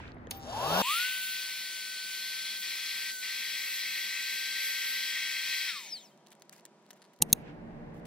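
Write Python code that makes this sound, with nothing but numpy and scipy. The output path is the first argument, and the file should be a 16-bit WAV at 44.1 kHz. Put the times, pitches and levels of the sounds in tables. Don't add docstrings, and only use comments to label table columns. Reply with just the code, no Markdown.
import sys
import numpy as np
from scipy import signal
from scipy.fft import rfft, irfft, next_fast_len
from scipy.io import wavfile
from scipy.ndimage import map_coordinates

SR = 44100
rng = np.random.default_rng(int(sys.argv[2]) if len(sys.argv) > 2 else 0)


def transcribe(u):
    v = np.clip(np.atleast_2d(u).T, -1, 1)
    q = np.round(v * 32767).astype(np.int16)
    wavfile.write(sys.argv[1], SR, q)


def rack_gain(trim_db):
    fader = np.asarray(trim_db, float)
    return 10 ** (fader / 20)


N = 355622
TIME_S = np.arange(N) / SR

CUTS = (0, .821, 7.205, 9)
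PUMP, FAST_PUMP, BEDROOM, FAST_ROOM, OTHER_ROOM = (0, 1), (0, 4), (1, 1), (1, 4), (2, 1)
ON_S, OFF_S = .312, 5.677


def unit(x):
    return x / np.sqrt(np.mean(np.mean(np.atleast_2d(x), 0) ** 2) + 1e-20)


def along(points, hz):
    f, v = np.transpose(points)
    return np.interp(np.log(hz + 1), np.log(f + 1), v)


def curves(rows):
    s, *cols = np.transpose(rows)
    return [np.interp(TIME_S, s, c) for c in cols]


def between(t0, t1, fade=0.0023):
    return np.clip((TIME_S - t0) / fade + 1, 0, 1) * np.clip((t1 - TIME_S) / fade, 0, 1)


def bump(hz, centre_hz, width_hz):
    return np.exp(-((hz - centre_hz) / width_hz) ** 2)


def wobble(rate):
    return map_coordinates(rng.standard_normal(int(N * rate / SR) + 4), [np.arange(N) * rate / SR])


def filtered(x, response):
    m = next_fast_len(N + 8192)
    return irfft(rfft(x, m) * response(np.fft.rfftfreq(m, 1 / SR)), m)[..., :N]


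def modes(table):
    def response(f):
        return sum((-1) ** k * rack_gain(db) * 1j * f * w / (c * c - f * f + 1j * f * w)
                   for k, (c, w, db) in enumerate(table))
    return response


def ports(pair, place, gain, alike=None):
    # pitch_hz, likeness_0_to_1, left_lead_rad, left_over_right_db
    port_table = [
        [(50, .95, 0, -1), (200, .95, .15, -1), (500, .95, .5, 2), (700, .8, .8, 5), (950, .92, .3, 2),
         (1250, .8, .8, 4), (1620, .6, 2.5, 4), (2000, .6, 6, 1), (2750, .7, 8.6, -1), (3120, .8, 9.1, 0),
         (3900, .6, 11.7, 0), (16000, .5, 40, 0)],
        [(20, .95, 0, -1), (200, .88, .2, -1), (330, .75, .4, -1), (700, .4, 1, 3), (1300, .4, 2.5, 1),
         (16000, .4, 30, -1)],
        [(60, .85, .1, -2), (200, .86, .1, -2), (450, .45, .4, 0), (800, .27, 1.5, 1), (2000, .25, 1.9, -2),
         (16000, .4, 9, -1)],
    ]
    row, pace = place

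    def response(hz):
        f, *cols = np.transpose(port_table[row])
        like, lead, lean_db = (np.interp(hz / pace, f, c) for c in cols)
        likeness = like if alike is None else alike + 0 * hz
        turn = np.arccos(np.clip(likeness, 0, 1)) / 2
        left = rack_gain(lean_db / 2) * np.exp(.5j * lead)
        right = 1 / left
        a, b = np.cos(turn), np.sin(turn)
        middle = np.hypot(a * abs(left + right), b * abs(left - right)) / 2
        matrix = np.array([[a * left, b * left], [a * right, -b * right]])
        return matrix * gain(hz) / np.maximum(middle, .2)
    return filtered(pair, response).sum(1)


def rush(colour, body, place, lo_hz=0, hi_hz=3e4):
    def gain(hz):
        peaks = 1 + sum(rack_gain(2 * db) / (1 + (2 * (hz - c) / w) ** 2) for c, w, db in body)
        return rack_gain(along(colour, hz)) * np.sqrt(peaks) * (hz >= lo_hz) * (hz < hi_hz)
    return unit(ports(rng.standard_normal((2, N)), place, gain))


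def whine(shaft_hz, orders, place, flutter_db, jitter):
    turns = np.cumsum(shaft_hz * (1 + jitter * wobble(60))) / SR
    x = 0
    for k, db in orders:
        level = rack_gain(db + 1.0 + flutter_db * wobble(40)) * (k * shaft_hz < 16000)
        x = x + level * np.sin(2 * np.pi * k * turns + k)
    return ports(np.array([x, 0 * x]), place, lambda hz: 1, alike=0.39)


def pumping():
    # time_s, shaft_hz, level_db
    spin = [(.82, 870, -44), (.85, 973, -37.5), (.9, 1162, -30), (.95, 1334, -33.5), (1, 1442, -34),
            (1.05, 1508, -33.5), (1.1, 1525, -38.5), (1.2, 1523, -40.5), (1.6, 1532, -47.5), (2, 1524, -45),
            (2.4, 1543, -46), (2.8, 1556, -50), (3.1, 1553, -44.5), (3.4, 1560, -48), (3.8, 1550, -50.5),
            (4.5, 1560, -43), (5.4, 1559, -45.5), (5.68, 1552, -45)]
    # time_s, covered_share
    hand = [(0, 0), (2.5, 0.16), (3.3, 0.52), (4.2, 0.84), (8, 0.71)]
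    driven_hz, driven_db = curves(spin)
    cover = curves(hand)[0]
    choke_db = bag_choke()
    sag_hz_per_db, sag_s = 4.5, 0.0505
    keep = np.exp(-1 / (sag_s * SR))
    driven_hz = driven_hz - sag_hz_per_db * signal.lfilter([1 - keep], [1, -keep], choke_db)
    coast_s, friction_hz = .425, 490
    slowing = np.exp(-np.maximum(TIME_S - OFF_S, 0) / coast_s)
    hz = np.maximum((driven_hz + friction_hz) * slowing - friction_hz, 20)
    octaves = np.log2(hz / driven_hz)
    out = shaft_and_blades(hz, octaves, driven_db, cover, choke_db)
    out += vent_whistle(octaves, choke_db)
    out += casing_air(octaves, cover, choke_db)
    return out * between(0, 6.2, fade=0.055) + shell_ring()


def bag_choke():
    # start_s, length_s, depth_db
    chokes = [
        (2.6, 0.012, 9),
        (3.14, .075, 12.5),
    ]
    edge_s, open_s = .04, 0.0151
    return sum(db * between(s, 9, fade=edge_s) * between(0, s + length + open_s, fade=open_s)
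               for s, length, db in chokes)


def shaft_and_blades(hz, octaves, driven_db, cover, choke_db):
    # shaft_multiple, over_shaft_db, gain_under_hand_db
    spin_orders = [(2, -7.5, -21), (3, -4.5, -5), (4, -10, -13), (5, -17.5, 4), (6, -15, -13),
                   (7, -6.5, -5.5)]
    # pitch_hz, level_db
    blade_answer = [(1700, -80), (2600, -62), (3480, -48.5), (4300, -34), (5150, -23.5), (5330, -37),
                    (5600, -37), (7400, -52), (9500, -54), (12000, -46)]
    # pitch_hz, level_db
    overtone = [(3600, -95), (4500, -71), (5600, -57), (7000, -64), (10400, -61), (11500, -84)]
    # time_s, over_answer_db
    blade_level = [(.82, 5.5), (.95, 10), (1.03, 3), (1.15, 9), (1.33, 7), (1.68, -5), (2, 0), (2.6, 1.5),
                   (3.3, 0.5), (3.8, 5), (4.3, 0), (4.9, 7), (5.2, -3), (5.66, 2), (5.72, -10)]
    coasting = TIME_S > OFF_S
    shaft_db = driven_db + 20 * octaves
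    shaft_db += 8.5 * bump(hz, 1157, 54) * coasting
    shaft_db += (-4 * bump(hz, 1300, 46) + 0.1 * wobble(45)) * coasting
    blade_db = along(blade_answer, 8 * hz) + curves(blade_level)[0]
    blade_db += 2 * wobble(9) * (TIME_S < OFF_S) + .35 * choke_db
    upper_db = shaft_db - 11 * (1 - between(1.43, 7.4, fade=0.31))
    bearing_db = np.where(coasting, driven_db - 1 + 25 * octaves + 3 * wobble(50), -120)
    orders = [(1, shaft_db), (8, blade_db), (16, along(overtone, 16 * hz)), (1.19, bearing_db)]
    orders += [(k, upper_db + db + hand_db * cover) for k, db, hand_db in spin_orders]
    return whine(hz, orders, FAST_PUMP, flutter_db=0.0, jitter=0.00082)


def vent_whistle(octaves, choke_db):
    since_off = TIME_S - OFF_S
    level_db = -42 - 6 * abs(since_off) + 40 * octaves - choke_db
    return whine(3255 - 60 * since_off, [(1, level_db)], FAST_PUMP, flutter_db=2.0, jitter=0.00098)


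def casing_air(octaves, cover, choke_db):
    # pitch_hz, level_db_per_hz
    colour = [(530, -38), (900, -20.5), (1400, -9.5), (1650, -10.5), (1950, 2.5), (2860, -2), (4150, 0.5),
              (5500, -3), (6560, -12), (8080, -10), (9800, -14.5), (11900, -16), (14800, -14.5),
              (15750, -13.5), (15950, -60)]
    # centre_hz, width_hz, level_db
    open_body = [(1910, 40, -20), (2455, 150, 3.5), (3358, 68, 9.5), (3720, 92, -4), (4200, 200, 6),
                 (10770, 560, 6.5)]
    # centre_hz, width_hz, level_db
    covered_body = [(1899, 100, 14), (2196, 210, 10), (2570, 69, 13), (3170, 30, -8), (3259, 69, 10.5),
                    (3700, 42, -4), (4007, 97, 6), (4122, 40, 11), (4660, 71, 6), (5040, 42, 7),
                    (5270, 60, 0), (5690, 94, 4.5), (6040, 44, 8), (7860, 44, 6.5)]
    # centre_hz, width_hz, level_db
    coasting_body = [(1730, 61, 10), (2200, 81, 8), (2480, 70, 7), (3150, 200, -1), (3700, 150, 6),
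                     (4170, 150, 3), (5100, 300, -2)]
    # time_s, flow_db
    flow = [(.825, -34), (.87, -2), (.92, -4), (1, 1.5), (1.2, -6.5), (1.37, -1.6), (2.02, -4.5),
            (2.15, -2), (2.6, -0.7), (4.6, 0.57), (5.3, 1.5), (5.68, 2)]
    # level_db, flow_share, gain_under_hand_db, choke_share, coast_db_per_octave, surge_db
    layers = [
        (-44, 1.1, 5, 0.9, 17.5, -5),
        (-40, 0.9, -0.17, 0.62, 14.5, -30),
        (-50, 0.23, 1.4, 0.17, 11, -14.5),
    ]
    flow_db = curves(flow)[0]
    let_go_s = .04
    loose = between(OFF_S + let_go_s, 9, fade=let_go_s)
    from_peak_s = TIME_S - 0.913
    surge = rack_gain(-33.5 - np.maximum(-79 * from_peak_s, 30.5 * from_peak_s))
    out = 0
    bands_hz = [(0, 2900), (2900, 6000), (6000, 3e4)]
    for (db, flows, hand_db, choked, slope, surge_db), (lo, hi) in zip(layers, bands_hz):
        free = rush(colour, open_body, FAST_PUMP, lo, hi)
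        shut = rush(colour, covered_body, FAST_PUMP, lo, hi)
        dying = rush(colour, coasting_body, FAST_PUMP, lo, hi)
        driven = np.sqrt(1 - cover) * free + np.sqrt(cover) * shut
        puffs = rack_gain(1.5 * wobble(35)) * dying
        level_db = db + flows * flow_db + hand_db * cover - choked * choke_db + slope * octaves
        level = np.hypot(rack_gain(level_db), rack_gain(surge_db) * surge)
        unsteady = rack_gain(0.47 * wobble(12) + 0.15 * wobble(220))
        out = out + level * unsteady * (np.sqrt(1 - loose) * driven + np.sqrt(loose) * puffs)
    surge_colour = [(900, -90), (1800, -42), (2600, 6), (3300, 5), (4400, 0.5), (6000, -17),
                    (15700, -8.5), (15950, -60)]
    return out + surge * rush(surge_colour, [], FAST_PUMP)


def shell_ring():
    # start_s, level_db, t60_s
    rings = [
        (5.966, -42, 0.081),
        (6.112, -59, 0.1),
        (6.19, -71, 0.17),
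    ]
    out, t = np.zeros(N), np.arange(SR // 4) / SR
    for s, db, t60 in rings:
        swell = 1 - np.exp(-t / 0.0076)
        out[round(s * SR):][:len(t)] += rack_gain(db - 60 * t / t60) * swell * np.sin(2 * np.pi * 3140 * t)
    return out


def run_up():
    hz = np.clip(365 * (TIME_S - .268), 5, 400)
    octaves = np.log2(hz / 198)
    return run_up_tones(hz, octaves) + run_up_air(hz, octaves) + hum_and_whistle(hz) + coil_ticks()


def run_up_tones(hz, octaves):
    # shaft_multiple, over_shaft_db
    start_orders = [(2, -14), (3, -22), (4, -8), (6, -8)]
    # pitch_hz, level_db
    blade_answer = [(440, -66), (600, -46), (980, -36), (1300, -38), (1600, -36)]
    shaft_db = -33.5 + 20.5 * octaves
    orders = [(1, shaft_db), (8, along(blade_answer, 8 * hz))]
    orders += [(k, shaft_db + db) for k, db in start_orders]
    return whine(hz, orders, PUMP, flutter_db=0.5, jitter=0.0014) * between(0.4, 9, fade=.05)


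def run_up_air(hz, octaves):
    # pitch_hz, level_db_per_hz
    colour = [(150, -54), (250, -11), (484, -4), (576, -1.5), (674, -1.5), (1400, -7.5), (1790, -8.5),
              (4410, -3), (8400, -20), (10200, -8.5), (12100, -27), (14700, -11), (16000, -43)]
    # centre_hz, width_hz, level_db
    body = [(464, 57, 8), (570, 57, 2), (664, 67, 8.5), (780, 58, -3), (815, 76, 5), (955, 160, 8.5),
            (1070, 66, 0)]
    # level_at_scene_change_db, slope_db_per_octave, while_aligning_db
    layers = [
        (-22.5, 15.5, -58),
        (-36, 16, -58),
        (-41.5, 26, -63),
    ]
    jolt = 1 + 11 * np.exp(-abs(TIME_S - ON_S) / 0.0043)
    align = jolt * between(0, 0.397, fade=0.045)
    roar, hiss, fizz = (np.hypot(rack_gain(db + slope * octaves), rack_gain(align_db) * align)
                        for db, slope, align_db in layers)
    beat = rack_gain(1.7 * np.sin(2 * np.pi * np.cumsum(hz) / SR))
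    hiss_body = [(2670, 110, 5.8), (3670, 69, 4.1), (4530, 130, 3.2), (6500, 530, 2.8)]
    air = rack_gain(-5.5) * roar * beat * rush(colour, body, PUMP, hi_hz=1790)
    air += hiss * rush(colour, hiss_body, PUMP, lo_hz=1740, hi_hz=11800)
    air += fizz * rush(colour, [], PUMP, lo_hz=11900)
    return air * between(ON_S, 9)


def hum_and_whistle(hz):
    # time_s, pitch_hz, level_db
    chirp = [
        (.33, 14150, -91),
        (.374, 14900, -46),
        (.395, 15550, -65),
        (.41, 15600, -86),
    ]
    hum_db = -41 - 3 * np.clip(TIME_S - ON_S, 0, 1) + 18 * bump(hz, 141, 13)
    hum = whine(786 + 0 * hz, [(1, hum_db - 9.0)], PUMP, flutter_db=1.0, jitter=0.0027)
    chirp_hz, chirp_db = curves(chirp)
    whistle = whine(chirp_hz, [(0.98, chirp_db)], PUMP, flutter_db=5, jitter=.012)
    return (hum + whistle * between(0, 0.397)) * between(ON_S, 9)


def coil_ticks():
    # centre_hz, width_hz, level_db
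    coils = [(3800, 560, 2.5), (5200, 690, 2), (7100, 900, 2)]
    step_on_s, climb_per_s2 = .393, 1280
    steps = np.floor(climb_per_s2 / 2 * np.maximum(TIME_S - .306, 0) ** 2 + .55)
    kicks = np.diff(steps, prepend=0) * (TIME_S > step_on_s) * (TIME_S < CUTS[1])
    level_db = -43 + 11 * np.clip(TIME_S - step_on_s, 0, 1) + 2.9 * wobble(150) + 14.5
    dry = filtered(kicks * rack_gain(level_db), modes(coils))
    return ports(np.array([dry, 0 * dry]), PUMP, lambda hz: 1 / (1 + (hz / 8300) ** 8), alike=0.53)


def handling():
    # start_s, peak_db, pitch_hz
    touch = [(.002, -24.5, 920), (.038, -32, 1520), (0.054, -30, 2320), (.068, -31, 1420),
             (.079, -30, 3800), (.085, -30, 1500), (.119, -32, 4200), (.146, -46, 9800), (.167, -28, 660),
             (.17, -35, 2000), (.184, -48, 3800), (0.2715, -25, 480), (.271, -33, 1800), (.271, -33, 3240),
             (.271, -39, 6500)]
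    # start_s, peak_db, pitch_hz
    crackle = [(6.176, -55, 6180), (6.2057, -63, 3160), (6.265, -50, 3170), (6.2704, -45, 4170),
               (6.2845, -53.5, 4080), (6.2877, -63.6, 3770), (6.3054, -50, 4960), (6.3104, -55, 3910),
               (6.319, -45, 3930), (6.3237, -53, 3940), (6.3266, -48, 3830), (6.331, -45, 3570),
               (6.352, -50, 8000), (6.367, -63.9, 3550), (6.398, -52, 5450), (6.4085, -57, 5660),
               (6.4213, -39, 4400), (6.4249, -50, 4900), (6.428, -55, 7520), (6.4535, -65, 4640),
               (6.495, -35.5, 4900), (6.5112, -66, 5300), (6.5174, -66, 4910), (6.5274, -42, 7990),
               (6.5316, -45, 5350), (6.5377, -55, 6230), (6.5411, -54.2, 4970), (6.5441, -53.2, 4840),
               (6.5577, -57, 4850), (6.5637, -47, 5070), (6.5817, -51, 5470), (6.5977, -50, 5030),
               (6.6084, -53, 6250), (6.6533, -32, 8400), (6.6617, -45, 8050), (6.8258, -63, 3390),
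               (6.8572, -62.3, 3610), (6.8643, -52, 4410), (6.8908, -59, 7670), (6.8981, -64, 5360),
               (6.9062, -34.5, 3850), (6.9102, -40, 5700), (6.914, -47, 3950), (6.9229, -68, 4320),
               (6.9314, -45, 7750), (6.9357, -55.4, 6390), (6.9393, -55.0, 6660), (6.9586, -62, 2300),
               (6.962, -62.0, 2670), (6.9667, -62.9, 2340), (6.9745, -62.3, 2870), (6.9971, -64, 3420),
               (7.0761, -64, 4630), (7.1339, -56, 4010), (7.1627, -56, 4280), (7.1746, -67, 6010),
               (7.1892, -50, 3970)]
    # start_s, peak_db
    thread = [(7.0098, -57), (7.0192, -42), (7.0225, -45), (7.0256, -44), (7.0295, -49.7), (7.0419, -48),
              (7.0467, -51), (7.0515, -47), (7.0563, -54.5), (7.0625, -55)]
    # centre_hz, width_hz, level_db
    cap = [(1690, 700, 0.5), (4460, 920, 1), (10100, 2500, -8)]
    dry, slips, t = np.zeros(N), np.zeros(N), np.arange(SR // 20) / SR
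    for s, db, hz in touch:
        ring = np.sin(2 * np.pi * hz * t) * (1 - np.exp(-t * hz))
        dry[round(s * SR):][:len(t)] += rack_gain(db - 6 - 60 * t * hz / 13) * ring
    for s, db, hz in crackle:
        ring = np.sin(2 * np.pi * hz * t) * rack_gain(-60 * t * hz / 12)
        ring += np.sin(2 * np.pi * 1900 * t) * rack_gain(-14.0 - 60 * t / 0.0089)
        puff = rng.standard_normal(len(t)) * rack_gain(-3.5 - 60 * t / 0.0052)
        dry[round(s * SR):][:len(t)] += rack_gain(db - 1.0) * (ring + puff)
    for s, db in thread:
        slips[round(s * SR)] = rack_gain(db + 14.5)
    dry = dry + filtered(slips, modes(cap))

    def band(hz):
        return 1 / (1 + (300 / (hz + 1)) ** 4) / (1 + (hz / 16000) ** 4)
    return ports(np.array([dry, np.roll(dry, 30)]), FAST_PUMP, band, alike=0.74) + rubbing()


def rubbing():
    # start_s, length_s, level_db
    rustle = [(6.265, .024, -72), (6.317, 0.016, -62.5), (6.524, 0.076, -67.5), (6.527, 0.015, -65),
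              (6.653, 0.0099, -63), (6.898, 0.022, -77), (6.964, 0.019, -73), (7.135, 0.011, -68),
              (7.29, 0.03, -61), (7.942, 0.061, -73.5), (8.055, .02, -55.5)]
    # start_s, length_s, level_db
    sleeve = [
        (0.01, 0.14, -61),
        (7.41, 0.17, -67),
    ]
    film_colour = [(300, -92), (1000, -25.5), (2000, -15), (5000, -26.5), (12000, -27.5), (16000, -31.5)]
    cloth_colour = [(700, -60), (1500, 1.0), (2500, -0.5), (4300, -15.5), (7000, -24), (16000, -52)]
    strokes = sum(rack_gain(db) * between(s, s + length, fade=0.004) for s, length, db in rustle)
    sweeps = sum(rack_gain(db) * between(s, s + length, fade=0.086) for s, length, db in sleeve)
    film = strokes * rack_gain(2.5 * wobble(180)) * rush(film_colour, [], FAST_ROOM)
    return film + sweeps * rack_gain(4.5 * wobble(21)) * rush(cloth_colour, [], OTHER_ROOM)


def switch():
    # start_s, snap_db, thud_db, life_s
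    contacts = [(7.2177, -22.5, -34.5, 0.012), (7.22, -15, -58, 0.0046), (7.2223, 0, -26, 0.0032),
                (7.223, -30, -35, 0.0096), (7.226, -69.5, -66, 0.62), (7.229, -36.5, -63, 0.0094),
                (7.321, -40.5, -63, 0.0042), (7.3284, 1, -19, 0.0045), (7.3302, -6.5, -48.5, 0.0036),
                (7.3435, -58.5, -72.5, 0.087), (.3085, -25, -60, .005), (0.3105, -27, -46, 0.002),
                (0.311, -22, -51, 0.0012), (0.301, -60, -70, 0.49)]
    # centre_hz, width_hz, level_db
    snap_modes = [(844, 195, -26), (2040, 145, -15.5), (2720, 130, -12.5), (3400, 300, -8.5),
                  (3910, 296, 0), (6480, 420, 0), (8400, 980, -8.5), (9970, 470, 1), (10770, 750, -4.5),
                  (13770, 480, 1), (15900, 510, -14)]
    # centre_hz, width_hz, level_db
    press_modes = [(832, 200, -25), (2800, 300, -7), (3940, 290, -6), (6100, 560, 1), (7800, 280, -6),
                   (8660, 330, 2.5), (10300, 410, 3), (12400, 300, 2), (14100, 400, -1)]
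    # pitch_hz, t60_s
    walls = [(200, 0.18), (2000, 0.202), (6500, 0.2), (14000, 0.17)]
    release_s = 7.3
    bursts, thuds, t = np.zeros((2, N)), np.zeros(N), np.arange(SR // 5) / SR
    for s, snap_db, thud_db, life in contacts:
        pressing = int(CUTS[2] < s < release_s)
        swell = 1 - np.exp(-t / 0.00013)
        burst = rack_gain(snap_db - 25 * t / life) * swell * rng.standard_normal(len(t))
        bursts[pressing, round(s * SR):][:len(t)] += burst
        thuds[round(s * SR):][:len(t)] += rack_gain(thud_db - 60 * t / 0.032) * np.sin(2 * np.pi * 185 * t)
    snap = rack_gain(3.5) * filtered(bursts[0], modes(snap_modes))
    press = rack_gain(3.5) * filtered(bursts[1], modes(press_modes))
    dry = snap + press + thuds
    side = np.roll(rack_gain(-30) * snap + rack_gain(-15) * press, 7)
    knock = 1.1 * np.sin(2 * np.pi * 850 * t) + np.sin(2 * np.pi * 330 * t)
    dry[round(7.222 * SR):][:len(t)] += rack_gain(-28.5 - 60 * t / 0.037) * knock
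    hz, t, z = signal.stft(rng.standard_normal(SR // 3), SR, nperseg=256)
    tail = signal.istft(z * rack_gain(-60 * t / along(walls, hz)[:, None]), SR, nperseg=256)[1]
    tail = tail / np.linalg.norm(tail)
    reverb = rack_gain(-57.5) * signal.fftconvolve(np.pad(dry, (500, 0)), tail)[:N]
    return dry + side * [[1], [-1]] + reverb


def rooms():
    # pitch_hz, level_db_per_hz
    room = [
        [(12, -64), (20, -5), (96, 3), (210, -7), (248, -8.5), (319, -6), (1860, -21.5), (4180, -43),
         (8410, -59), (14700, -63), (16000, -61)],
        [(47, -61), (80, -55), (149, 2.5), (395, -3.5), (527, -1), (601, 3.5), (672, 1.5), (958, -3),
         (1070, -6.5), (2720, -16.5), (8230, -26.5), (16000, -45)],
        [(12, -43), (20, -7), (91, -11), (172, -5), (262, -15.5), (293, -9.5), (825, -14.5), (1220, -25.5),
         (1910, -25), (3160, -40.5), (9400, -57.5), (12100, -58), (16000, -77.5)],
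    ]
    # centre_hz, width_hz, level_db
    hums = [
        [(101, 19, -3), (245.4, 9.9, 15.5)],
        [(210.4, 18, 10), (356, 35, 8.5), (635, 79, -17)],
        [(154, 28, 7), (159, 20, 6.5), (228.4, 10, 16.5), (297.5, 4.8, 14), (469.3, 7.7, 8.5), (602, 23, 3.5)],
    ]
    room_db = [-48.5, -67, -46.5]
    # pitch_hz, level_db
    mains = [(399, -75), (581, -80), (964, -73.5)]
    murmur = 0
    for k, place in enumerate((BEDROOM, FAST_ROOM, OTHER_ROOM)):
        level = rack_gain(room_db[k] + 0.19 * wobble(6.5)) * between(CUTS[k], CUTS[k + 1], fade=0.001)
        murmur = murmur + level * rush(room[k], hums[k], place)
    murmur *= rack_gain(4.4 * between(5.86, CUTS[2], fade=0.074))
    tones = whine(np.ones(N), mains, FAST_ROOM, flutter_db=0.5, jitter=0.0008)
    return murmur + tones * between(CUTS[1], CUTS[2])


def scene():
    pump = run_up() * between(0, CUTS[1]) + pumping() * between(CUTS[1], CUTS[2])
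    return pump + handling() + switch() + rooms()


def top_cut(x):
    return signal.sosfilt(signal.butter(12, 16790, fs=SR, output="sos"), x)


def record(dry):
    def treble(hz):
        band_limit = np.clip((16300 - hz) / 600, 0, 1) ** 2
        return band_limit * rack_gain(-6 * bump(hz, 12050, 250))
    mix = filtered(dry, treble)
    return top_cut(mix)


dry = scene()
out = record(dry)
transcribe(out)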